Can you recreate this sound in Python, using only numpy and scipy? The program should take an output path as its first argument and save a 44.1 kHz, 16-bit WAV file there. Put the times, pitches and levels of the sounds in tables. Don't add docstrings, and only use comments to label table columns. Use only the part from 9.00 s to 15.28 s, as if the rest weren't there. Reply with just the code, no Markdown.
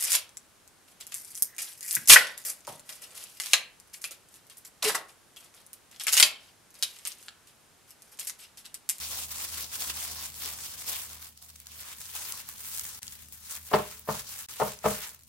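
import sys
import numpy as np
from scipy import signal
from scipy.fft import rfft, irfft, next_fast_len
from scipy.io import wavfile
from scipy.ndimage import uniform_filter1d

SR = 44100
rng = np.random.default_rng(int(sys.argv[2]) if len(sys.argv) > 2 else 0)


def output_pcm(signal):
    pcm = np.clip(np.atleast_2d(signal).T, -1, 1) * 32767
    wavfile.write(sys.argv[1], SR, np.round(pcm).astype(np.int16))


N = 276948
TIME = np.arange(N) / SR
LEFT_RIGHT = np.array([[1], [-1]])


def amp(db):
    return 10 ** (np.asarray(db) / 20)


def rms_one(x):
    return x / np.sqrt(np.mean(x ** 2) + 1e-20)


def in_time(rows):
    s, *columns = np.transpose(rows)
    return [np.interp(TIME, s, column) for column in columns]


def at_hz(points, hz):
    f, value = np.transpose(points)
    return np.interp(np.log(np.maximum(hz, 1)), np.log(f), value)


def cut(x, hz, kind, order=2):
    sos = signal.butter(order, np.clip(hz, 10, .45 * SR), kind, fs=SR, output="sos")
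    return signal.sosfilt(sos, x + 1e-18)


def drift(rate_hz):
    knots = np.arange(0, TIME[-1] + 1, 1 / 1000)
    hz = np.fft.rfftfreq(len(knots), knots[1])
    spectrum = rfft(rng.standard_normal(len(knots))) / (1 + (hz / rate_hz) ** 2)
    slow = irfft(spectrum, len(knots))
    return np.interp(TIME, knots, rms_one(slow))


# f/Hz, correlation
STEREO_LIKENESS = [(60, 0.43), (150, 0.41), (400, 0.356), (1000, 0.645), (2500, 0.074), (6000, 0.09),
                   (15000, .05)]


def noise(spectrum):
    size = next_fast_len(N, True)
    hz = np.fft.rfftfreq(size, 1 / SR)
    mid, side = rfft(rng.standard_normal((2, size))) * amp(at_hz(spectrum, hz))
    alike = np.clip(at_hz(STEREO_LIKENESS, hz), -1, 1)
    stereo = np.sqrt(1 + alike) * mid + np.sqrt(1 - alike) * side * LEFT_RIGHT
    return rms_one(irfft(stereo, size)[:, :N])


def ring(clicks, hz, t60_s):
    r, w = amp(-60 / (t60_s * SR)), 2 * np.pi * hz / SR
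    return signal.lfilter([0, np.sin(w)], [1, -2 * r * np.cos(w), r * r], clicks + 1e-18)


def add(out, s, sound):
    start = int(np.clip(round(s * SR), 0, N - 1))
    out[..., start:start + sound.shape[-1]] += sound[..., :N - start]


def later(x, s):
    return np.interp(TIME - s, TIME, x, left=0)


# t/s, level/dB
HUM_CURVE = [(0.0, -62), (1.43, -62), (1.75, -70.5), (4.2, -71.5), (6.28, -74.5)]
# f/Hz, relative level/dB
HUM_PARTIALS = [(76, -0.5), (152, -13), (228, -16.5)]


def hum(trim_db=6.5, waver_db=3.0, waver_hz=4.6, wander_turns=0.124, wander_hz=3.1):
    tone = 0
    for hz, db in HUM_PARTIALS:
        turns = hz * TIME + rng.random() + wander_turns * drift(wander_hz)
        tone = tone + amp(db) * np.sqrt(2) * np.sin(2 * np.pi * turns)
    return tone * amp(in_time(HUM_CURVE)[0] + trim_db + waver_db * drift(waver_hz))


# t/s, level/dB
RUMBLE_CURVE = [(0, -60.5), (2.0, -60.5), (2.4, -69.5), (3.3, -63), (4.25, -61), (4.55, -68), (5.35, -63),
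                (6.28, -67.5)]
# f/Hz, relative density/dB
RUMBLE_COLOUR = [(20, -23.5), (45, -6.5), (65, -6.5), (100, 0.5), (150, -6.5), (220, -5.5), (330, -18),
                 (700, -23.5), (2000, -26)]


def rumble(trim_db=1.5):
    return amp(in_time(RUMBLE_CURVE)[0] + trim_db) * noise(RUMBLE_COLOUR)


# f/Hz, t60/s
ROOM_DECAY = [(100, 0.38), (500, 0.285), (1500, 0.158), (5000, 0.066), (15000, 0.079)]


def room(x, build_s=0.00676, count=9):
    t = TIME[:SR // 2]
    (mid, side), tail = rng.standard_normal((2, len(t))), 0
    edges_hz = np.geomspace(60, 18000, count + 1)
    for low, high in zip(edges_hz, edges_hz[1:]):
        hz = np.sqrt(low * high)
        white = mid + side * min(hz / 700, 1) * LEFT_RIGHT
        decay = amp(-60 * t / at_hz(ROOM_DECAY, hz))
        tail = tail + cut(white, [low, high], "band", order=1) * decay
    tail = tail * (1 - np.exp(-t / build_s))
    return signal.fftconvolve(x, tail / np.sqrt(np.sum(tail[0] ** 2)), axes=1)[:, :N]


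# delay/s, level/dB, low-pass f/Hz
WALL = (.055, -14.5, 1150)


def wall_echo(x):
    delay_s, db, dull_hz = WALL
    swapped = np.array([later(side, delay_s) for side in x[::-1]])
    return amp(db) * cut(swapped, dull_hz, "low")


# t/s, peak/dB, f/Hz, t60/s
HAND_NUDGE = (3, -45.5, 94.5, 0.02)


def nudge():
    s, db, hz, t60_s = HAND_NUDGE
    return amp(db) * ring(signal.unit_impulse(N, int(s * SR)), hz, t60_s)


def push(s, db, hard_hz, spot_hz, spot_db, size=400):
    t = TIME[:size]
    force = t * np.exp(-2 * np.pi * abs(hard_hz) * t)
    spot = cut(force, [spot_hz * .8, spot_hz / .8], "band", order=1)
    force = force + (amp(spot_db) - 1) * spot
    return s, amp(db) * force / force.sum()


# t/s, strength/dB, hardness f/Hz, first gap between sticks/s, loss per stick/dB,
# lead of longest stick/s, its strength/dB, fist strength/dB, spot f/Hz, spot boost/dB
BUNDLE_KNOCKS = [(4.7368, -7.5, 2205, .0049, 4, .0215, -24, -33, 430, 4),
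                 (5.0887, -17, 1550, .0060, 5, 0.01377, -32.5, -9.5, 900, 3.5),
                 (5.6161, -11.5, 1200, .0048, 6, .0165, -17.5, -14.5, 818, 5),
                 (5.8560, -8, 1197, .0047, 6, .0150, -19, -4, 624, 2.5)]
GAP_GROWTH = 1.32
GLANCE_S, GLANCE_DB = .005, -9.5
CHATTER_S, CHATTER_LOSS_DB, CHATTER_HZ = .0045, 5, 1550
FIST_LAG_S, FIST_HZ = 0.0036, 118


def contacts(count=6):
    for s, db, hard_hz, gap_s, loss_db, lead_s, lead_db, fist_db, *spot in BUNDLE_KNOCKS:
        for k in range(count // 2):
            yield push(s - lead_s + k * CHATTER_S, lead_db - k * CHATTER_LOSS_DB, CHATTER_HZ, *spot)
        yield push(s - GLANCE_S, db + GLANCE_DB, hard_hz, *spot)
        for k in range(count):
            lag_s = gap_s * np.sum(GAP_GROWTH ** np.arange(k))
            yield push(s + lag_s, db - k * loss_db, hard_hz, *spot)
        yield push(s + FIST_LAG_S, fist_db, FIST_HZ, *spot)


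# f/Hz, relative level/dB, t60/s
TABLE_MODES = [(62.9, -26, 0.44), (108.1, -30.5, 0.38), (133.66, -22, 0.25), (169.4, -24.5, 0.12),
               (204.44, -25, 0.1935), (223.25, -24.5, 0.203), (409.1, -16.5, 0.077), (447.4, -11.5, 0.0572),
               (526.1, -19.5, 0.098), (614.6, -12, 0.0886), (681.7, -24, 0.12), (802, -23, 0.061),
               (853.7, -15, 0.077), (899, -22, 0.084), (987, -14.5, 0.029), (1085.2, -14, 0.055),
               (1240, -19.5, 0.048), (1431.6, -21, 0.15), (1602, -27, 0.052), (1798.7, -16, 0.051),
               (2121, -16, 0.042), (2210, -21, 0.061), (2600, -17, .05), (3086, -13.5, 0.022)]
# f/Hz, relative density/dB
CLATTER_COLOUR = [(40, -44), (80, -18), (150, -8), (290, -19.5), (430, -7.5), (800, -1.5), (1150, -0.5),
                  (1550, -10.5), (2800, -13.5), (5000, -6.5), (12000, -38)]


def knocks(table_db=-3.0, clatter_db=-5.0, clatter_s=0.00984, width_db=1.0, radiate_hz=75):
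    after, force, out = TIME[:SR // 10], np.zeros(N), np.zeros((2, N))
    clatter = noise(CLATTER_COLOUR)
    for k, (s, blow) in enumerate(contacts()):
        add(force, s, blow)
        shake = clatter[:, k * len(after):(k + 1) * len(after)] * np.exp(-after / clatter_s)
        add(out, s, amp(clatter_db) * signal.fftconvolve(shake, blow[None], axes=1))
    for k, (hz, mode_db, t60_s) in enumerate(TABLE_MODES):
        sign = (-1) ** k
        lobes = amp(width_db * min(hz / 1000, 2) * sign * LEFT_RIGHT)
        out += sign * amp(mode_db + table_db) * lobes * ring(force, hz, t60_s)
    return cut(out, radiate_hz, "high")


def crease(hz, snap_s=0.00036, flutter_s=0.0024, flutter_db=-16, broad_db=-7, size=900):
    t = TIME[:size]
    decay = np.exp(-t / snap_s) + amp(flutter_db) * np.exp(-t / flutter_s)
    burst = rng.standard_normal((2, size)) * decay
    pitched = cut(burst, [hz / np.sqrt(2), hz * np.sqrt(2)], "band", order=1)
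    crack = pitched + amp(broad_db) * cut(burst, 700, "high")
    return crack / np.abs(crack).max()


# t/s, peak/dB, f/Hz
LARGE_CREASES = [(0.8214, -20, 4730), (2.375, -35, 7440), (2.4248, -33, 8970), (2.56, -35.5, 6420),
                 (2.601, -32.5, 8680), (2.669, -30, 6600), (3.1524, -25.5, 8680), (3.3228, -20, 8800),
                 (3.4888, -22.5, 14900), (3.775, -21.5, 9300), (3.795, -21, 9290), (3.8427, -25.5, 14400),
                 (3.8524, -24, 7520), (4.03, -26.5, 7170), (4.0683, -32, 6230), (4.0795, -27, 5080),
                 (4.123, -33, 6430), (4.2855, -35.5, 12000), (4.3242, -28, 12200), (4.9946, -29, 13400),
                 (5.7895, -33.5, 5880), (6.1469, -35, 12200), (6.2348, -42, 11300)]


def snaps(trim_db=3.0):
    out = np.zeros((2, N))
    for s, peak_db, hz in LARGE_CREASES:
        crack = crease(hz, snap_s=0.001185, flutter_s=0.0042, flutter_db=-20.5, broad_db=-16)
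        add(out, s, amp(peak_db + trim_db) * crack)
    return out


# t/s, peak/dB, f/Hz
FINGER_POPS = [(3.1534, -40.5, 873), (3.3384, -39, 1120), (3.491, -42, 1176)]


def pops(t60_s=0.0193):
    out = np.zeros((2, N))
    for s, peak_db, hz in FINGER_POPS:
        add(out, s, amp(peak_db) * ring(signal.unit_impulse(SR // 20), hz, t60_s))
    return out


def crinkle(per_s, spread_db=2.5, clump_db=5.5, count=20):
    sizes = amp(spread_db * np.minimum(rng.exponential(1, N), 3.5))
    born = rng.random(N) < per_s * amp(clump_db * drift(20)) / SR
    dealt = rng.integers(0, count, N)
    out = 0
    for k, hz in enumerate(np.geomspace(2800, 13000, count)):
        clicks = sizes * born * (dealt == k)
        out = out + signal.oaconvolve(clicks[None], crease(hz), axes=1)[:, :N]
    return rms_one(out)


def slips(per_s=70, fade_s=0.00506, size_db=-7.0):
    jumps = (rng.random(N) < per_s / SR) * np.minimum(rng.exponential(1, N), 2.5)
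    speed = signal.lfilter([1], [1, -np.exp(-1 / (fade_s * SR))], jumps + 1e-18)
    return rms_one(1 + amp(size_db) * speed)


# start t/s, length/s, level/dB, body relative to level/dB
GLOVE_STROKES = [(0.0, 0.0474, -39.5, -11.0), (0.117, 0.0104, -38.5, -11.5), (0.182, 0.0425, -37.5, -11.0),
                 (0.312, 0.0304, -40.5, -10.5), (0.41, 0.0325, -38.0, -9.5), (0.527, 0.1026, -40.5, -10.0),
                 (0.742, 0.011, -38.0, -9.0), (0.815, 0.0099, -34.0, -9.5), (0.866, 0.0396, -42.5, -7),
                 (0.96, 0.0836, -39.5, -10.0), (1.071, 0.1885, -43, -8.5), (1.322, 0.064, -48.5, -12.5),
                 (1.422, 0.0507, -38.0, -9.5), (1.536, 0.1634, -44.0, -9.5), (1.743, 0.09, -45.5, -13),
                 (1.887, 0.1022, -38, -9.5), (2.051, 0.098, -49.5, -8), (2.213, 0.0515, -52.5, -10.5),
                 (2.385, 0.3, -58.5, -10.0), (2.689, 0.094, -52.5, -10.5), (2.795, 0.133, -46.0, -8.5),
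                 (3.017, 0.0856, -46, -13.5), (3.16, 0.2283, -42.5, -7.5), (3.485, 0.0091, -48.5, -7.0),
                 (3.572, 0.111, -49.0, -8.5), (3.707, 0.1393, -44, -11.0), (3.89, 0.1095, -47.5, -9),
                 (4.02, 0.1986, -54, -9), (4.331, 0.0486, -55, -11.5), (4.439, 0.0102, -50.0, -11),
                 (4.5, 0.0594, -45, -9.5), (4.657, 0.054, -53, -14), (4.746, 0.036, -44, 2.5),
                 (4.871, 0.0726, -48.5, -7), (5.106, 0.0664, -42.0, -7.5), (5.281, 0.1247, -46, -8.5),
                 (5.494, 0.0188, -44.0, -8.0), (5.608, 0.0835, -42.0, -5.5), (5.862, 0.1008, -42, -2.5),
                 (6.034, 0.0118, -42, -5)]
GRAB_S, RELEASE_S = 0.0286, 0.05004
REST_DB, REST_BODY_DB = -66, -18.5


def effort(step=40):
    t = TIME[::step]
    hiss, body = amp(REST_DB) ** 2, amp(REST_DB + REST_BODY_DB) ** 2
    for start, length, db, body_db in GLOVE_STROKES:
        before, after = np.maximum(start - t, 0), np.maximum(t - start - length, 0)
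        power = (amp(db) * np.exp(-before / GRAB_S - after / RELEASE_S)) ** 2
        hiss, body = hiss + power, body + power * amp(body_db) ** 2
    return np.interp(TIME, t, np.sqrt(hiss)), np.interp(TIME, t, np.sqrt(body))


# f/Hz, relative density/dB
RIGHT_GLOVE = [(180, -25.5), (300, -7), (411, -11.5), (492, -5.5), (590, -9.5), (685, -5), (756, -6),
               (1000, -3), (1620, -6), (3570, -0.5), (4000, -1.5), (5210, 1.5), (10400, -2.5),
               (15500, -4.5)]
LEFT_GLOVE = [(180, -48.5), (300, -16), (431, -11.5), (744, -13), (835, -6), (1030, -5.5), (1120, -6),
              (1390, -3), (1700, -4), (2690, -3.5), (4000, -2.5), (4420, -2.5), (6150, 0), (8990, -2.5),
              (15500, -4.5)]
# start t/s, end t/s
HANDOVER = (2.5, 3.06)


def film():
    turn = np.interp(TIME, HANDOVER, [0, np.pi / 2])
    return np.cos(turn) * noise(RIGHT_GLOVE) + np.sin(turn) * noise(LEFT_GLOVE)


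# t/s, crinkle relative to hiss/dB, treble boost before trim/dB, left minus right/dB
RUB_MANNER = [(0, -5, 3, 0.3), (2.0, -2.5, 4, 0.86), (2.5, 2, 7, 0), (2.85, -1, 3, 0),
              (3.25, -7.5, 4.5, 1.5), (3.8, 0, 8, 1), (4.25, -11, 5.5, 3), (4.55, -0.5, 5, 1.5),
              (5.15, -3.5, 5.5, 0.5), (5.9, -3.5, 4, 1), (6.28, 5, 6, 0.5)]


def gloves(slide_db=0.0, body_db=1.13, top_db=1.86, top_hz=9080, colour_db=2.0, uneven_db=1.1018,
           creases_per_s=300, firm_db=-42, body_hz=3000, count=9):
    hiss_gain, body_gain = effort()
    crinkle_db, bright_db, _ = in_time(RUB_MANNER)
    edges_hz, friction = np.geomspace(200, 17000, count + 1), 0
    sliding = [film(), film()]
    for k, band in enumerate(zip(edges_hz, edges_hz[1:])):
        friction = friction + cut(sliding[k % 2], band, "band") * amp(colour_db * drift(14.3))
    hiss = rms_one(cut(friction, body_hz, "high", order=3)) * amp(slide_db)
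    body = rms_one(cut(friction, body_hz, "low", order=3)) * amp(body_db)
    catching = slips()
    rate = creases_per_s * (hiss_gain / amp(firm_db)) ** .15
    creases = amp(crinkle_db) * crinkle(rate)
    treble = (hiss * catching + creases) / np.sqrt(1 + amp(crinkle_db) ** 2)
    treble = treble + (amp(bright_db + top_db) - 1) * cut(treble, top_hz, "high", order=1)
    rub = hiss_gain * treble + body_gain * body * catching
    return amp(uneven_db * drift(16)) * rub


def scene(knock_pan_db=1.4, glove_room_db=-14, knock_room_db=-15):
    sides = LEFT_RIGHT / 2
    hands, wood = gloves() + snaps() + pops(), knocks()
    hands = np.array([hands[0], later(hands[1], 2 / SR)])
    direct = hands * amp(in_time(RUB_MANNER)[2] * sides) + wood * amp(knock_pan_db * sides)
    reflected = amp(glove_room_db) * room(hands) + amp(knock_room_db) * room(wood)
    return direct + wall_echo(wood) + reflected + nudge() + hum() + rumble()


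# start t/s, end t/s, depth/dB
LEVEL_DIPS = [(3.994, 4.018, -22), (5.464, 5.485, -33.5)]
CUTOFF_HZ = 16050


def record(dry):
    dip_db = sum(depth_db * ((TIME > start) & (TIME < end)) for start, end, depth_db in LEVEL_DIPS)
    heard = dry * amp(uniform_filter1d(dip_db * 1.0, size=180))
    return signal.sosfilt(signal.ellip(12, .1, 80, CUTOFF_HZ, fs=SR, output="sos"), heard)


dry = scene()
out = record(dry)
output_pcm(out)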